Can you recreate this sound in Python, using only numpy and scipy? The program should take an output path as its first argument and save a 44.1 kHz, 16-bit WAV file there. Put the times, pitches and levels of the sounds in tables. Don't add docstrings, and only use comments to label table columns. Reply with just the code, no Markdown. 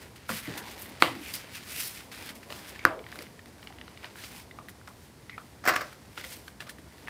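import sys
import numpy as np
from scipy import signal
from scipy.fft import rfft, irfft
from scipy.io import wavfile

SR = 44100
rng = np.random.default_rng(int(sys.argv[2]) if len(sys.argv) > 2 else 0)


def inscribe(sig):
    pcm = np.round(np.clip(np.atleast_2d(sig).T, -1, 1) * 32767)
    wavfile.write(sys.argv[1], SR, pcm.astype(np.int16))


def ratio_of_db(decibels):
    return 10 ** (np.asarray(decibels, float) / 20)


N = 312669


def rms_one(x):
    return x / np.sqrt(np.mean(x ** 2) + 1e-20)


def in_time(rows):
    s, *columns = np.transpose(rows)
    return [np.interp(np.arange(N) / SR, s, column) for column in columns]


def at_hz(points, hz, axis=1):
    points = np.array(points)
    return np.interp(np.log(hz), np.log(points[:, 0]), points[:, axis])


def drift(rate):
    pole = np.exp(-80 * np.pi * rate / SR)
    noise = rng.standard_normal(N // 40 + 2002)
    slow = signal.lfilter([1], [1, -2 * pole, pole * pole], noise)[2000:]
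    return np.interp(np.arange(N) / 40, np.arange(len(slow)), rms_one(slow))


def colour(x, spectrum):
    hz = np.fft.rfftfreq(len(x), 1 / SR) + 1
    return rms_one(irfft(rfft(x) * ratio_of_db(at_hz(spectrum, hz)), len(x)))


def band_filter(x, edges):
    return signal.sosfilt(signal.butter(2, edges, "band", fs=SR, output="sos"), x)


def high_filter(x, hz, order=2):
    return signal.sosfilt(signal.butter(order, hz, "high", fs=SR, output="sos"), x)


def resonance(x, hz, width_hz):
    r = np.exp(-np.pi * width_hz / SR)
    return rms_one(signal.lfilter([1, 0, -1], [1, -2 * r * np.cos(2 * np.pi * hz / SR), r * r], x))


def grains(per_s, spread_db):
    sizes_db = spread_db * np.minimum(rng.exponential(1, N), 5)
    sizes = ratio_of_db(sizes_db) * rng.standard_normal(N)
    return sizes * (rng.random(N) < per_s / SR)


def add(track, s, sound):
    i = round(s * SR)
    track[i:i + len(sound)] += sound[:N - i]


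def swell(s, rise_s, fall_s, db, held_s=0):
    t, power = np.arange(0, N + 32, 32) / SR, 1e-20
    for at, rise, fall, top, held in np.broadcast(s, rise_s, fall_s, db, held_s):
        distance = np.maximum((at - t) / rise, np.maximum(t - at - held, 0) / fall)
        power = power + ratio_of_db(2 * top - 40 * distance)
    return np.interp(np.arange(N) / SR, t, np.sqrt(power))


def hands():
    # t/s, rumble level/dB
    grip_curve = [(0.0, -50.5), (0.33, -61), (0.47, -55), (0.51, -45.5), (0.85, -48), (1.48, -53.5),
                  (2.67, -51), (3.04, -49), (3.49, -56.5), (3.91, -53), (5.05, -58), (5.63, -56.5),
                  (5.81, -68), (5.96, -56.5), (7.09, -56)]
    # peak t/s, 20 dB
    # rise/s, 20 dB fall/s, level/dB
    wisp_events = [(.33, .04, .04, -50), (.37, .05, .06, -49), (.45, .03, .04, -53), (.578, .02, .03, -50),
                   (.72, .08, .06, -55), (.798, .03, .03, -51), (.822, .04, .04, -46),
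                   (.848, .03, .04, -52), (.897, .025, .025, -53), (1.058, .03, .04, -56),
                   (1.22, .06, .08, -62), (1.339, .006, .015, -39), (1.353, .006, .015, -41),
                   (1.81, .08, .08, -44), (1.88, .05, .05, -47), (2.26, .015, .02, -54),
                   (4.695, .005, .015, -56)]
    # f/Hz, density/dB per Hz
    slide_spectrum = [(600, -32), (1200, -13.5), (2000, 2), (3200, 0.5), (5300, 2), (6700, -1.5),
                      (9000, 1.5), (12000, -1), (16000, -0.5)]
    # f/Hz, density/dB per Hz
    sheen_spectrum = [(5000, -30), (8000, -8), (10000, -2), (13500, 2), (15500, -3), (17000, -8)]
    # f/Hz, density/dB per Hz
    rumble_spectrum = [(90, -56), (200, 3), (320, 1), (600, -3), (1000, -4.5), (2000, -32.5)]

    grip_db = in_time(grip_curve)[0]
    creep_db = .3 * (grip_db - grip_db.mean())
    clump, slips = drift(35), grains(9000, spread_db=1.5)
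    slide = ratio_of_db(1.5 + .9 * clump + 0.43 * drift(65)) * colour(slips, slide_spectrum)
    sheen = ratio_of_db(1.5 * clump) * swell(*np.transpose(wisp_events)) * colour(slips, sheen_spectrum)
    rustle = ratio_of_db(-3.0 + 0.84 * clump + 0.5 * drift(38)) * sleeve_rustle()
    rumble = ratio_of_db(grip_db - 2.5 + 1.8 * drift(14)) * colour(rng.standard_normal(N), rumble_spectrum)
    hiss_gain = effort(axis=-2, creep_db=-69 + creep_db)
    rustle_gain = effort(axis=-1, creep_db=-62.5 + creep_db)
    return hiss_gain * slide + rustle_gain * rustle + rumble + sheen


def effort(axis, creep_db):
    # peak t/s, 20 dB rise/s, 20 dB fall/s, hiss level/dB, rustle level/dB
    sweeps = [(.018, .03, .1, -51, -45), (.7, .2, .1, -58, -46), (.83, .06, .07, -52, -56),
              (.895, .03, .04, -60, -56), (1.07, .1, .2, -60, -43), (1.31, .15, .06, -44, -44),
              (1.558, .045, .05, -41, -39.5), (1.72, .12, .1, -46, -45), (1.81, .16, .2, -36, -41),
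              (1.96, .1, .12, -51, -48), (2.01, .1, .06, -53, -46), (2.574, .15, .12, -50, -52),
              (2.696, .1, .07, -49, -52), (3.15, .1, .3, -57, -56), (3.646, .1, .08, -59, -59),
              (4.05, .1, .13, -63, -46), (4.25, .15, .12, -52, -47), (4.39, .1, .06, -53, -56),
              (5.03, .1, .15, -60, -66), (5.42, .3, .3, -64, -66), (6.21, .11, .015, -50, -49),
              (6.33, .06, .09, -44, -54), (7.09, .4, .1, -60, -53)]
    # t/s, 20 dB fall/s, hiss level/dB, rustle level/dB
    flicks = [(.162, .03, -54, -49), (.578, .04, -39, -38), (1.345, .11, -41, -42), (2.292, .05, -52, -42),
              (2.354, .07, -50.5, -52), (2.43, .07, -62, -50), (3.222, .02, -45, -56),
              (3.476, .07, -59.5, -62), (4.692, .03, -50, -60), (4.874, .15, -59, -62),
              (5.79, .25, -54, -47), (5.928, .03, -55, -52), (6.176, .12, -56, -38), (6.48, .03, -52, -60),
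              (6.606, .05, -49, -41), (6.696, .035, -45, -50), (6.67, .06, -60, -50),
              (6.786, .05, -62, -58)]
    # start t/s, held/s, hiss level/dB, rustle level/dB
    drags = [(.17, .11, -75, -55), (.293, .045, -41, -38), (.36, .03, -43, -39), (.43, .14, -56, -43),
             (.62, .36, -66, -49), (1.005, .017, -48, -39), (1.16, .55, -68, -48), (2.12, .18, -52, -45),
             (2.503, .2, -59, -48), (2.7, .14, -64, -51), (3.07, .17, -64, -54), (3.6, .45, -80, -60),
             (4.162, .25, -54, -54), (4.162, .06, -62, -52), (6.24, .11, -50, -50), (6.38, .1, -61, -64)]

    sweeps, flicks, drags = np.transpose(sweeps), np.transpose(flicks), np.transpose(drags)
    sweeping = swell(*sweeps[:3], sweeps[axis])
    flicking = swell(flicks[0], .009, flicks[1], flicks[axis])
    dragging = swell(drags[0], .012, .06, drags[axis], held_s=drags[1])
    return np.sqrt(np.sum(np.square([sweeping, flicking, dragging, ratio_of_db(creep_db)]), axis=0))


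def sleeve_rustle():
    # f/Hz, width/Hz
    sleeve_modes = [(1500, 1100), (2200, 1200), (3200, 1500), (4800, 2700)]
    # f/Hz, density/dB per Hz
    rustle_spectrum = [(300, -26), (800, -8), (1400, 1.5), (2200, 3), (3200, -3), (5000, -6.5),
                       (6500, -41.5), (9000, -89)]

    slips = grains(5000, spread_db=2.0)
    bent = sum(ratio_of_db(4.0 * drift(6)) * resonance(slips, hz, width_hz) for hz, width_hz in sleeve_modes)
    return rms_one(.9 * rms_one(bent) + colour(slips, rustle_spectrum))


def scrapes():
    # start t/s, length/s, from f/Hz, to f/Hz, level/dB
    scrape_events = [(.44, .05, 2000, 2100, -48), (.48, .17, 2000, 1600, -48), (.66, .08, 4000, 8000, -56),
                     (4.165, .13, 3200, 6000, -56), (4.165, .05, 1600, 2000, -52),
                     (4.3, .13, 2200, 2700, -57), (4.33, .1, 900, 1000, -59), (4.88, .04, 1100, 1200, -55),
                     (4.592, .035, 1220, 1180, -55), (5.385, .04, 1350, 1300, -54),
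                     (6.66, .05, 1200, 1900, -51), (1.72, .1, 2300, 2600, -44),
                     (1.76, .15, 5200, 4900, -46), (1.34, .05, 4900, 4800, -46),
                     (1.53, .06, 2500, 2300, -46), (2.795, .05, 2100, 2000, -49),
                     (1.08, .16, 300, 270, -43), (1.03, .15, 115, 110, -49), (1.21, .12, 2500, 2600, -48),
                     (.54, .18, 850, 950, -50), (2.93, .1, 500, 450, -46), (3.17, .08, 520, 500, -52),
                     (.3, .1, 115, 110, -52)]

    out = np.zeros(N)
    noises = rng.standard_normal((len(scrape_events), 2, 8192))
    for (s, length, from_hz, to_hz, db), noise in zip(scrape_events, noises):
        part = np.linspace(0, 1, min(int(length * SR), 8192))
        hz = from_hz * (to_hz / from_hz) ** part
        low_pass = signal.butter(2, .16 * hz.mean(), fs=SR, output="sos")
        rough = signal.sosfilt(low_pass, noise)[:, -len(part):]
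        glide = np.exp(2j * np.pi * np.cumsum(hz) / SR)
        band = np.real((rough[0] + 1j * rough[1]) * glide)
        add(out, s, ratio_of_db(db) * np.sqrt(np.sin(np.pi * part) + 1e-9) * rms_one(band))
    return out


def ticks(events, ring_ms, overtones, grit_share, trim_db, ratios=(.72, 1.5, 2.2)):
    out, t = np.zeros(N), np.arange(2048) / SR
    age = t / ring_ms * 1000
    for (s, db, hz, crack_db), noise in zip(events, rng.standard_normal((len(events), 2048))):
        body = np.sin(2 * np.pi * hz * t) * ratio_of_db(-60 * age)
        for k, ratio in enumerate(ratios):
            overtone_hz = hz * ratio * (1 + .08 * noise[k])
            body = body + overtones * np.sin(2 * np.pi * overtone_hz * t) * ratio_of_db(-90 * age)
        edges = np.clip([hz * .6, hz * 1.1 * ratios[-1]], 100, 15000)
        grit = band_filter(noise, edges) * ratio_of_db(-25 * age)
        click = (1 - np.exp(-t / 2e-4)) * (body + grit_share * grit)
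        crack = ratio_of_db(crack_db + 8) * high_filter(noise, 5000) * np.exp(-t / 0.0009)
        add(out, s, ratio_of_db(db + trim_db) * (click / np.abs(click).max() + crack))
    return out


def creases():
    # t/s, peak level/dB, ring f/Hz
    crease_events = [(0.16, -42, 1860), (0.3197, -22, 1880), (0.4743, -32, 1840), (0.5766, -29, 2110),
                     (1.1524, -34, 2000), (1.3379, -29, 2900), (1.35, -33, 2900), (1.5524, -29, 2540),
                     (2.1161, -35, 2130), (2.2248, -32, 2280), (2.2907, -30, 1900), (2.5034, -32, 1910),
                     (2.5242, -28, 1900), (2.84, -38, 1500), (3.0884, -38, 1830), (3.1174, -35, 2400),
                     (3.1572, -29, 1450), (3.1892, -28, 2130), (3.2084, -33, 1880), (3.2221, -35, 2150),
                     (3.4585, -39, 2020), (3.5823, -43, 1520), (4.2378, -31, 2060), (4.6934, -37, 1850),
                     (6.2128, -31, 2130), (6.2484, -29, 1980), (6.3215, -34, 1500), (6.9237, -45, 2060),
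                     (6.982, -42, 1840)]
    crack_db = -15.0
    return ticks([(*row, crack_db) for row in crease_events],
                 ring_ms=9.0, overtones=.6, grit_share=.7, trim_db=-.5)


def pages():
    # t/s, peak level/dB, ring f/Hz
    page_events = [(2.4309, -38, 1870), (2.9921, -34, 2300), (3.041, -36, 2220), (3.0654, -32, 1900),
                   (3.1258, -28, 1730), (3.2675, -36, 2070), (3.6287, -35, 1920), (3.6726, -29, 2240),
                   (3.7249, -38, 1920), (3.7858, -36, 2030), (3.8132, -31, 1900), (3.8801, -33, 1420),
                   (3.9744, -38, 2240), (4.0374, -34, 1400), (4.0442, -28, 1950), (4.1574, -31, 1520),
                   (4.814, -40, 1450), (4.8754, -33, 1530), (4.8808, -30, 1250), (5.9279, -36, 1370),
                   (6.785, -38, 1780), (7.0744, -28, 2010), (7.0828, -22, 1770)]
    # t/s,
    # peak level/dB, ring f/Hz
    voice_events = [(3.6287, -37, 2930), (3.6726, -34, 2920), (3.7858, -40, 2840), (3.8132, -35, 2940),
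                    (3.8801, -37, 2920), (3.9744, -38, 2900), (4.0442, -31, 2900), (4.0452, -32, 1010),
                    (4.876, -38, 5230), (6.4802, -38, 4400), (6.6044, -30, 2680), (6.606, -35, 4200),
                    (6.612, -31, 1800), (6.623, -33, 1500), (6.6955, -34, 4190), (.858, -38, 2000),
                    (5.763, -24, 5600), (5.7625, -8, 1700), (2.13, -38, 1500), (2.168, -39, 2500),
                    (2.19, -37, 2600), (2.291, -30, 3100), (2.303, -37, 2200), (2.5035, -33, 2900),
                    (2.5242, -30, 2900), (2.533, -38, 1500), (2.752, -39, 1700), (3.595, -42, 1500)]
    crack_db = -29.0
    return ticks([(*row, crack_db) for row in [*page_events, *voice_events]],
                 ring_ms=11.0, overtones=.45, grit_share=.6, trim_db=-1.5, ratios=(.72, 1.2, 1.45))


def taps():
    # t/s, peak level/dB, ring f/Hz, crack level over the ring/dB
    tap_events = [(0.2925, -20, 1400, -20), (0.3014, -22, 1100, -15), (2.7596, -33, 1760, -25),
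                  (2.7921, -30, 2230, -28), (3.3922, -37, 1840, -20), (4.5111, -34, 2010, -28),
                  (4.5875, -29, 1200, -30), (4.6853, -30, 1920, -15), (5.2959, -28, 1990, -33),
                  (5.3797, -25, 1310, -33), (5.8092, -27, 1530, -23), (6.1764, -24, 1380, -21),
                  (6.2412, -27, 1990, -16), (6.4802, -33, 1590, -21), (6.6044, -30, 1750, -18),
                  (6.6942, -31, 1740, -12)]
    return ticks(tap_events, ring_ms=19.0, overtones=.3, grit_share=.5, trim_db=-1.5, ratios=(.75, 1.4, 1.8))


def snaps():
    # t/s, peak level/dB, ring f/Hz, swell/ms
    air_pops = [
        (1.0236, -10, 2120, 0.26),
        (1.0227, -11, 4300, 0.51),
        (1.0227, -11, 1200, .6),
        (1.0243, -15, 3400, .5),
        (1.0233, 1, 1420, 0.737),
        (1.0238, 2, 1730, 0.52),
        (2.8517, 3, 1500, 0.75),
        (2.8514, -18, 5000, 0.45),
        (2.8516, -12, 2650, .5),
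    ]
    # t/s, dull crack level/dB, bright crack level/dB, flap level/dB, table blow level/dB
    closings = [
        (1.0227, -15, -38, -26.5, -24),
        (2.8514, -24, -16, -41, -25),
    ]
    # f/Hz, density/dB per Hz
    flap_spectrum = [(800, -21.5), (2000, 8), (4300, -4), (6000, -15), (9000, -12), (16000, -18.5)]

    out, blows, t = np.zeros(N), np.zeros(N), np.arange(8192) / SR
    for s, db, hz, swell_ms in air_pops:
        x = t / swell_ms * 1000
        puff = x ** 3 * np.exp(3 - 3 * x)
        add(out, s, ratio_of_db(db) * puff * np.cos(2 * np.pi * hz * (t - swell_ms / 1000)))
    for (s, dull_db, bright_db, flap_db, table_db), noise in zip(closings, rng.standard_normal((2, 8192))):
        flutter = colour(noise, flap_spectrum)
        dull_crack = ratio_of_db(dull_db) * flutter * np.exp(-t / 0.0012)
        bright_crack = ratio_of_db(bright_db) * high_filter(noise, 4300, order=4) * np.exp(-t / 0.0006)
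        add(out, s, dull_crack + bright_crack)
        add(out, s, ratio_of_db(flap_db - 60 * t / 0.31) * flutter)
        add(blows, s + 0.0011, np.array([ratio_of_db(table_db)]))
    return out + high_filter(table(blows), 150)


def table(blows):
    # f/Hz, level/dB, t60/s
    top_modes = [(217, -9, 0.04), (293, -5, 0.14), (343, 1, 0.086), (515, 3.5, 0.027), (725, -8, 0.1),
                 (990, -36, 0.073)]

    soft = signal.lfilter([.3], [1, -.7], blows + 1e-18)
    out = np.zeros(N)
    for hz, db, t60 in top_modes:
        r, w = ratio_of_db(-60 / (t60 * SR)), 2 * np.pi * hz / SR
        out += ratio_of_db(db) * signal.lfilter([0, np.sin(w)], [1, -2 * r * np.cos(w), r * r], soft)
    return out


def calculator():
    # t/s, level/dB, 20 dB fall/s, clack level/dB
    bounces = [(5.64, -33, .015, -52), (5.654, -27, .025, -38), (5.663, -24, .03, -41),
               (5.676, -17, .03, -28), (5.685, -16.5, .03, -27), (5.698, -23, .02, -46),
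               (5.71, -31, .15, -47), (5.724, -29, .015, -55), (5.737, -28, .03, -50),
               (5.758, -26, .05, -34), (5.81, -30, .04, -45)]
    # f/Hz, width/Hz, level/dB
    shell_modes = [(300, 120, -10), (590, 90, -9), (727, 80, -8), (950, 200, -6), (1200, 220, 2.5),
                   (1560, 300, 2), (2000, 300, -.5), (2600, 700, -5), (3400, 1200, -8), (5300, 1500, -7),
                   (7500, 2500, -16), (9500, 2000, -18), (14500, 4000, -23)]
    # f/Hz, density/dB per Hz
    clack_spectrum = [(4000, -25), (6000, -3), (9000, 0), (11500, -4), (14500, 0), (16500, -3)]
    # t/s, level/dB
    lift_curve = [
        (5.3, -52),
        (5.32, -50),
        (5.332, -44),
        (5.35, -46),
        (5.365, -60),
    ]
    rise_s, clack_fall_s = .002, .022
    creak_hz, creak_width_hz = 2080, 330

    t = np.arange(N) / SR
    clatter = grains(12000, spread_db=1.0) * ratio_of_db(1.2 * drift(70))
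    shell = 0
    for k, (hz, width_hz, db) in enumerate(shell_modes):
        shell = shell + (-1) ** k * ratio_of_db(db) * resonance(clatter, hz, width_hz)
    s, db, fall_s, clack_db = np.transpose(bounces)
    rattle = swell(s, rise_s, fall_s, db) * rms_one(shell)
    clack = swell(s, rise_s, clack_fall_s, clack_db) * colour(clatter, clack_spectrum)
    creak = resonance(resonance(clatter, creak_hz, creak_width_hz), creak_hz, creak_width_hz)
    lifting = (t > lift_curve[0][0]) & (t < lift_curve[-1][0])
    return rattle + clack + ratio_of_db(in_time(lift_curve)[0]) * lifting * creak


def knocks():
    # t/s, peak level/dB, ring f/Hz, t60/s
    bumps = [(0.293, -33, 515, 0.089), (.3, -31, 217, 0.16), (0.327, -34.5, 217, 0.13),
             (0.478, -27.5, 290, 0.077), (0.496, -36, 226, 0.1), (2.896, -33, 640, 0.2),
             (.48, -36, 108, 0.14), (2.5, -32.5, 591, 0.058), (3.191, -37.5, 320, 0.058),
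             (3.703, -35, 760, 0.026), (1.338, -23, 4930, 0.024), (6.25, -36, 520, .05),
             (6.37, -42, 330, 0.042), (6.18, -43, 350, .1), (6.62, -46, 700, .1), (6.79, -41, 320, .05),
             (4.046, -38, 700, .05), (1.011, -38, 450, .04), (1.041, -26, 600, .05), (5.69, -33, 330, .12),
             (.49, -34, 300, .12), (1.079, -26, 1050, .04), (2.3, -42, 270, .1), (2.51, -38, 850, .05)]

    out, t = np.zeros(N), np.arange(16384) / SR
    for (s, db, hz, t60), noise in zip(bumps, rng.standard_normal((len(bumps), 16384))):
        wobble = rms_one(band_filter(noise, [hz * .7, hz * 1.5]))
        tone = .7 * np.sin(2 * np.pi * hz * t) + .45 * wobble
        add(out, s, ratio_of_db(db - 60 * t / t60) * tone * (1 - np.exp(-t / 0.0013)))
    return out


def room(x):
    # f/Hz, t60/s, level/dB
    decay = [(100, 0.2, 9), (180, .3, -2), (280, 0.45, -7), (746, 0.3, 2.5), (1730, .22, -11),
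             (4440, 0.17, -3), (12140, 0.2, -20)]
    echo_db = -9.5

    t, tail = np.arange(SR // 2) / SR, 0
    for hz in 90 * 2 ** np.arange(0, 7.6, .5):
        band = band_filter(rng.standard_normal(len(t)), hz * 2 ** np.array([-.25, .25]))
        tail = tail + band * ratio_of_db(at_hz(decay, hz, axis=2) - 60 * t / at_hz(decay, hz))
    tail = tail * np.clip((t - .002) / 0.0067, 0, 1)
    return signal.fftconvolve(x, ratio_of_db(echo_db - 24.5) * tail)[:N]


def room_air():
    # f/Hz, density/dB per Hz
    air_spectrum = [(30, -28), (60, 3), (110, 1.5), (300, -7), (960, -19), (2000, -17.5), (2600, -25),
                    (4800, -23.5), (6900, -27), (9500, -26.5), (13000, -33.5), (16000, -32.5)]
    return ratio_of_db(-54.5 + 1.5) * colour(rng.standard_normal(N), air_spectrum)


def scene():
    objects = creases() + pages() + taps() + snaps() + knocks() + calculator()
    return (objects + room(objects) + hands() + scrapes() + room_air())[None]


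def top_cut(x):
    return signal.sosfilt(signal.butter(12, 17040, fs=SR, output="sos"), x)


def record(dry):
    mic = high_filter(dry, 52, order=4)
    cut = signal.sosfilt(signal.cheby2(12, 60, 16400, fs=SR, output="sos"), mic)
    flat = cut / (1 + np.abs(cut) ** 12) ** (1 / 12)
    return top_cut(flat)


dry = scene()
out = record(dry)
inscribe(out)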